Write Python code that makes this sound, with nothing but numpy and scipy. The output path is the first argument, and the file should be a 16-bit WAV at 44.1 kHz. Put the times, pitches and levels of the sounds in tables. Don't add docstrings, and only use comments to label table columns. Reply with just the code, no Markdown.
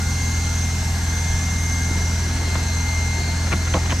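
import sys
import numpy as np
from scipy import signal
from scipy.fft import rfft, irfft, next_fast_len
from scipy.io import wavfile
from scipy.ndimage import uniform_filter1d, map_coordinates

SR = 44100
rng = np.random.default_rng(int(sys.argv[2]) if len(sys.argv) > 2 else 0)


def wrap_up_sound(samples):
    columns = np.atleast_2d(samples).T
    tamed = np.clip(columns, -1, 1)
    steps = np.round(tamed * 32767).astype(np.int16)
    wavfile.write(sys.argv[1], SR, steps)


N = 4 * SR

# (shaft order [-], level [dB])
SHAFT_ORDERS = [(1, -35), (2, -22.5), (3, -33), (4, -40), (5, -42.5), (6, -42.5), (7, -52), (8, -58.5),
                (10, -52), (11, -55), (12, -59), (13, -62.5), (19, -55)]
# (frequency [Hz], relative density [dB])
RUMBLE_SPECTRUM = [(15, -36), (34, -23), (50, 3), (100, -6.5), (140, -2.5), (180, 0), (225, -6), (285, -8),
                   (330, -18.5), (400, -27.5), (600, -48), (1500, -76)]
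AIR_SPECTRUM = [(100, -49), (350, -5.5), (500, -1), (565, -7.5), (650, 2.5), (900, 2.5), (1020, -1.5),
                (1340, -1), (1560, 0.5), (1850, -2), (2700, -4.5), (3400, -7), (5000, -16), (9000, -58)]
SHAFT_HZ, SPEED_DRIFT, ORDER_WAVER_DB = 41.6, 0.002, 0.49
MAINS_HZ, MAINS_DB = 60.45, -33
RUMBLE_DB, RUMBLE_THROB = -33, 0.21
AIR_DB, AIR_THROB = -35.5, 0.043


def motor():
    shaft = angle(SHAFT_HZ * (1 + SPEED_DRIFT * wobble(4.2)))
    hum = 0
    for order, db in SHAFT_ORDERS:
        gain = amp(db + ORDER_WAVER_DB * wobble(6.96))
        hum += gain * np.sin(order * shaft + 2 * np.pi * rng.random())
    hum += amp(MAINS_DB) * np.sin(angle(np.full(N, MAINS_HZ)))
    rumble = unit(rush(RUMBLE_SPECTRUM, patchy_db=1.5) * (1 + RUMBLE_THROB * np.sin(shaft)))
    air = rush(AIR_SPECTRUM, patchy_db=2.0) * (1 + AIR_THROB * np.sin(shaft))
    return np.sqrt(2) * hum + amp(RUMBLE_DB) * rumble + amp(AIR_DB) * air


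# (time [s], frequency [Hz])
WHINE_PITCH = [(0, 2103), (.6, 2108), (1, 2104), (1.8, 2113), (2.3, 2111), (2.7, 2103), (3.2, 2106)]
# (time [s], level before trim [dB], left minus right [dB])
WHINE_LEVEL = [(0, -40.5, 3), (.25, -38, 5.5), (.65, -40, 2), (.98, -45, 18), (1.17, -39.5, 6),
               (1.65, -36.5, 3.5), (1.95, -38, 6), (2.38, -43, 4), (2.55, -38, 10), (2.67, -42.5, 11),
               (2.93, -33, 5.5), (3.1, -35, 7), (3.48, -42, 9)]
# (frequency [Hz], level [dB])
HOUSING_TONES = [(353, -54.5), (900, -55.5), (1080, -59.5), (1420, -51.5), (1650, -53.5), (1692, -52),
                 (1945, -54)]
WHINE_TRIM_DB, WHINE_WAVER_DB, WHINE_JITTER_HZ = 2, 0.92, 2.14
HOUSING_WAVER_DB, HOUSING_JITTER = 3.64, 0.0061


def blower():
    pitch_hz, = curves(WHINE_PITCH)
    level_db, pan_db = curves(WHINE_LEVEL)
    sides = unit(amp(np.outer([.5, -.5], pan_db)))
    whine_gain = amp(level_db + WHINE_TRIM_DB + WHINE_WAVER_DB * wobble(24.98))
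    whine = whine_gain * np.sin(angle(pitch_hz + WHINE_JITTER_HZ * wobble(40)))
    housing = 0
    for hz, db in HOUSING_TONES:
        gain = amp(db + HOUSING_WAVER_DB * wobble(12))
        housing += gain * np.sin(angle(hz * (1 + HOUSING_JITTER * wobble(60))))
    return np.sqrt(2) * (whine * sides / sides.mean(0) + housing)


# (frequency [Hz], relative density [dB])
HISS_SPECTRUM = [(1500, -10), (3300, -7), (4000, 0.5), (4800, -1.5), (5600, 1), (6800, -1.5), (7500, -1.5),
                 (8300, -3), (9500, -10), (10700, -13.5), (12000, -11), (13200, -15.5), (14500, -31)]
# (time [s], centre [Hz], level before trim [dB])
HIGH_RING = [(0, 6277, -36), (.45, 6270, -32.5), (.95, 6214, -36.5), (1.3, 6225, -34), (1.8, 6175, -35),
             (2.28, 6020, -38), (2.47, 6216, -36), (3, 6205, -33.5), (3.42, 6220, -36.5), (4, 6250, -35.5)]
# (time [s], level before trim [dB])
LOW_RING = [(0, -39.5), (1.5, -50), (2.35, -44), (2.54, -35), (3, -42.5), (3.27, -37), (3.7, -43)]
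# (centre [Hz], width [Hz], level [dB])
DUCT_MODES = [(909, 19, -51.5), (1620, 115, -44.5), (7310, 110, -47.5)]
# (time [s], gain [dB])
ARM_SHADE = [(1.7, 0), (3.6, -2)]
HIGH_WIDTH_HZ, HIGH_TRIM_DB = 520, 0.5
LOW_HZ, LOW_WIDTH_HZ, LOW_TRIM_DB = 4250, 300, -1
ARM_SHADE_HZ = 7500


def hiss():
    high_hz, high_db = curves(HIGH_RING)
    low_db, = curves(LOW_RING)
    shade_db, = curves(ARM_SHADE)
    high = amp(high_db + HIGH_TRIM_DB + 0.47 * wobble(18)) * ring(high_hz, HIGH_WIDTH_HZ)
    low = amp(low_db + LOW_TRIM_DB + 0.78 * wobble(22)) * ring(LOW_HZ, LOW_WIDTH_HZ)
    ducts = sum(amp(db) * ring(hz, width_hz) for hz, width_hz, db in DUCT_MODES)
    broad = amp(db=-34.5) * rush(HISS_SPECTRUM, patchy_db=2.67)
    top = filtered(broad, lambda hz: 1 - 1 / (1 + (hz / ARM_SHADE_HZ) ** 6))
    return broad + (amp(shade_db) - 1) * top + high + low + ducts


def ring(centre_hz, width_hz):
    mean_hz = np.mean(centre_hz)
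    band = filtered(patchy(depth_db=4), lambda hz: 1 / (1 + ((hz - mean_hz) / width_hz) ** 2) ** 2)
    shift = np.exp(1j * angle(centre_hz - np.full(N, mean_hz)))
    return spread(np.real(signal.hilbert(band) * shift))


# (start [s], length [s], crest level [dB])
WIPES = [(1.845, 0.36, -41.5), (2.185, 0.5, -36), (3.154, 0.16, -38.5), (3.425, 0.6, -40)]
# (start [s], length [s], crest level [dB], rasp resonance [Hz])
SCUFFS = [(2.548, 0.018, -25.5, 1700), (3.461, 0.028, -30, 1500), (3.504, 0.055, -28.5, 1400),
          (3.517, 0.025, -23.5, 2190), (3.665, 0.024, -28.5, 1710), (3.738, 0.051, -24, 850),
          (3.737, 0.011, -20, 2400), (3.85, 0.016, -29.5, 1800), (3.892, 0.03, -24.5, 2300),
          (3.918, 0.014, -24, 2300)]
# (frequency [Hz], relative density [dB])
WIPE_SPECTRUM = [(100, -35), (340, 2), (500, -2.5), (700, -7.5), (1200, -12), (3000, -18), (8000, -35)]
SCUFF_SPECTRUM = [(100, -7), (300, -5), (1000, -2), (2700, 0.5), (5000, -3), (15000, -14)]
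WIPE_GRAIN_DB, SCUFF_GRAIN_DB = 2.8, 3.5


def cloth():
    strokes = sum(amp(db) * swell(start_s, length_s) for start_s, length_s, db in WIPES)
    out = rush(WIPE_SPECTRUM, patchy_db=3.5) * amp(WIPE_GRAIN_DB * wobble(45)) * strokes
    grain = rush(SCUFF_SPECTRUM, patchy_db=3.0) * amp(SCUFF_GRAIN_DB * wobble(500))
    for start_s, length_s, db, rasp_hz in SCUFFS:
        pressure = swell(start_s, length_s) ** 2
        rasp = filtered(grain, lambda hz: 1 / (1 - (hz / rasp_hz) ** 2 + 1j * hz / rasp_hz))
        out += amp(db) * pressure.std() * unit(pressure * rasp)
    return out


# (time [s], gain [dB], softness cut-off [Hz])
BUMPS = [(1.909, -15, 360), (1.957, -18.5, 360), (2.552, -26.5, 1600), (3.535, -17, 554),
         (3.743, -14, 1200), (3.749, -17, 900), (3.763, -20, 900), (3.924, -19.5, 1000)]
# (frequency [Hz], relative level [dB], T60 [s])
PANEL_MODES = [(174, -3.5, 0.074), (292.5, -3, 0.057), (343, -10, 0.088), (525, -2, 0.051), (648, 0, 0.046),
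               (940, 1, 0.022), (1020, 1.5, 0.046)]
BUMP_ATTACK_S, MODE_SCATTER_DB = 0.0018, 2.2


def floor_bumps():
    out = np.zeros(N + SR)
    t = np.arange(SR // 5) / SR
    attack = 1 - np.exp(-t / BUMP_ATTACK_S)
    for start_s, db, soft_hz in BUMPS:
        modes = 0
        for hz, mode_db, t60_s in PANEL_MODES:
            sign = rng.choice([-1, 1])
            decay = amp(mode_db + rng.normal(0, MODE_SCATTER_DB) - 60 * t / t60_s)
            modes += sign * decay * np.sin(2 * np.pi * hz * t) / (1 + (hz / soft_hz) ** 4)
        out[round(start_s * SR):][:len(t)] += amp(db) * modes * attack
    return out[:N]


# (start [s], length [s], peak level [dB])
BOOMS = [(1.242, 0.22, -26), (1.87, .18, -25)]
BOOM_HZ, BOOM_DRIFT_HZ = 34.8, 2


def body_booms():
    envelope = sum(amp(db) * swell(start_s, length_s) ** 2 for start_s, length_s, db in BOOMS)
    return envelope * np.sin(angle(BOOM_HZ + BOOM_DRIFT_HZ * wobble(10.1)))


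# (frequency [Hz], correlation [-])
EAR_LIKENESS = [(200, 1), (450, 0.78), (900, 0.72), (2400, 0.52), (6200, 0.74), (10300, 0.84),
                (12500, 0.48)]
# (frequency [Hz], left minus right [dB])
EAR_BALANCE = [(350, -1.5), (800, 3), (2500, 2.5), (3800, -1), (6200, -1.5), (8000, 1.5), (10500, -0.5),
               (12000, 3), (14000, -1)]
# (frequency [Hz], phase [rad])
EAR_LEAD = [(700, 0.046), (1500, 0.15), (2400, 1), (3400, 0.67), (5000, 0.11)]
MONO_HZ = 170


def spread(pair):
    def mid_side(hz):
        turn = np.arccos(np.clip(along(EAR_LIKENESS, hz), -1, 1)) / 2
        return np.array([np.cos(turn), np.sin(turn)])

    def ears(hz):
        balance = amp(np.outer([.5, -.5], along(EAR_BALANCE, hz)))
        return balance * np.exp(1j * np.outer([-.5, .5], along(EAR_LEAD, hz)))

    mid, side = filtered(pair, mid_side)
    both = filtered(np.array([mid + side, mid - side]), ears)
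    centre = both.mean(0)
    width = filtered(both - centre, lambda hz: hz ** 2 / (hz ** 2 + MONO_HZ ** 2))
    return unit(centre + width)


def rush(spectrum, patchy_db):
    return spread(filtered(patchy(patchy_db), lambda hz: amp(along(spectrum, hz))))


def patchy(depth_db):
    spectra = signal.stft(rng.standard_normal((2, N)), nperseg=1024)[2]
    patches = uniform_filter1d(rng.standard_normal(spectra.shape[1:]), size=2, axis=0)
    patches = uniform_filter1d(patches, size=24, axis=1)
    return signal.istft(spectra * amp(depth_db * unit(patches)), nperseg=1024)[1][:, :N]


def amp(db):
    return 10 ** (np.asarray(db) / 20)


def unit(x):
    return x / np.sqrt(np.mean(x ** 2) + 1e-20)


def clock():
    return np.arange(N) / SR


def along(points, hz):
    knots_hz, values = np.transpose(points)
    return np.interp(np.log(hz + 1), np.log(knots_hz + 1), values)


def curves(rows):
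    times_s, *columns = np.transpose(rows)
    return [np.interp(clock(), times_s, column) for column in columns]


def wobble(rate_hz):
    return map_coordinates(rng.standard_normal(int(N * rate_hz / SR) + 4), [clock() * rate_hz])


def angle(hz):
    return 2 * np.pi * (np.cumsum(hz) / SR + rng.random())


def swell(start_s, length_s):
    progress = np.clip((clock() - start_s) / length_s, 0, 1)
    return np.sqrt(np.abs(np.sin(np.pi * progress)))


def filtered(x, response):
    size = next_fast_len(N + SR // 4)
    return irfft(rfft(x, size) * response(np.fft.rfftfreq(size, 1 / SR)), size)[..., :N]


def scene():
    return motor() + blower() + hiss() + cloth() + floor_bumps() + body_booms()


def record(dry, top_hz=14700):
    return filtered(dry, lambda hz: hz < top_hz)


dry = scene()
out = record(dry)
wrap_up_sound(out)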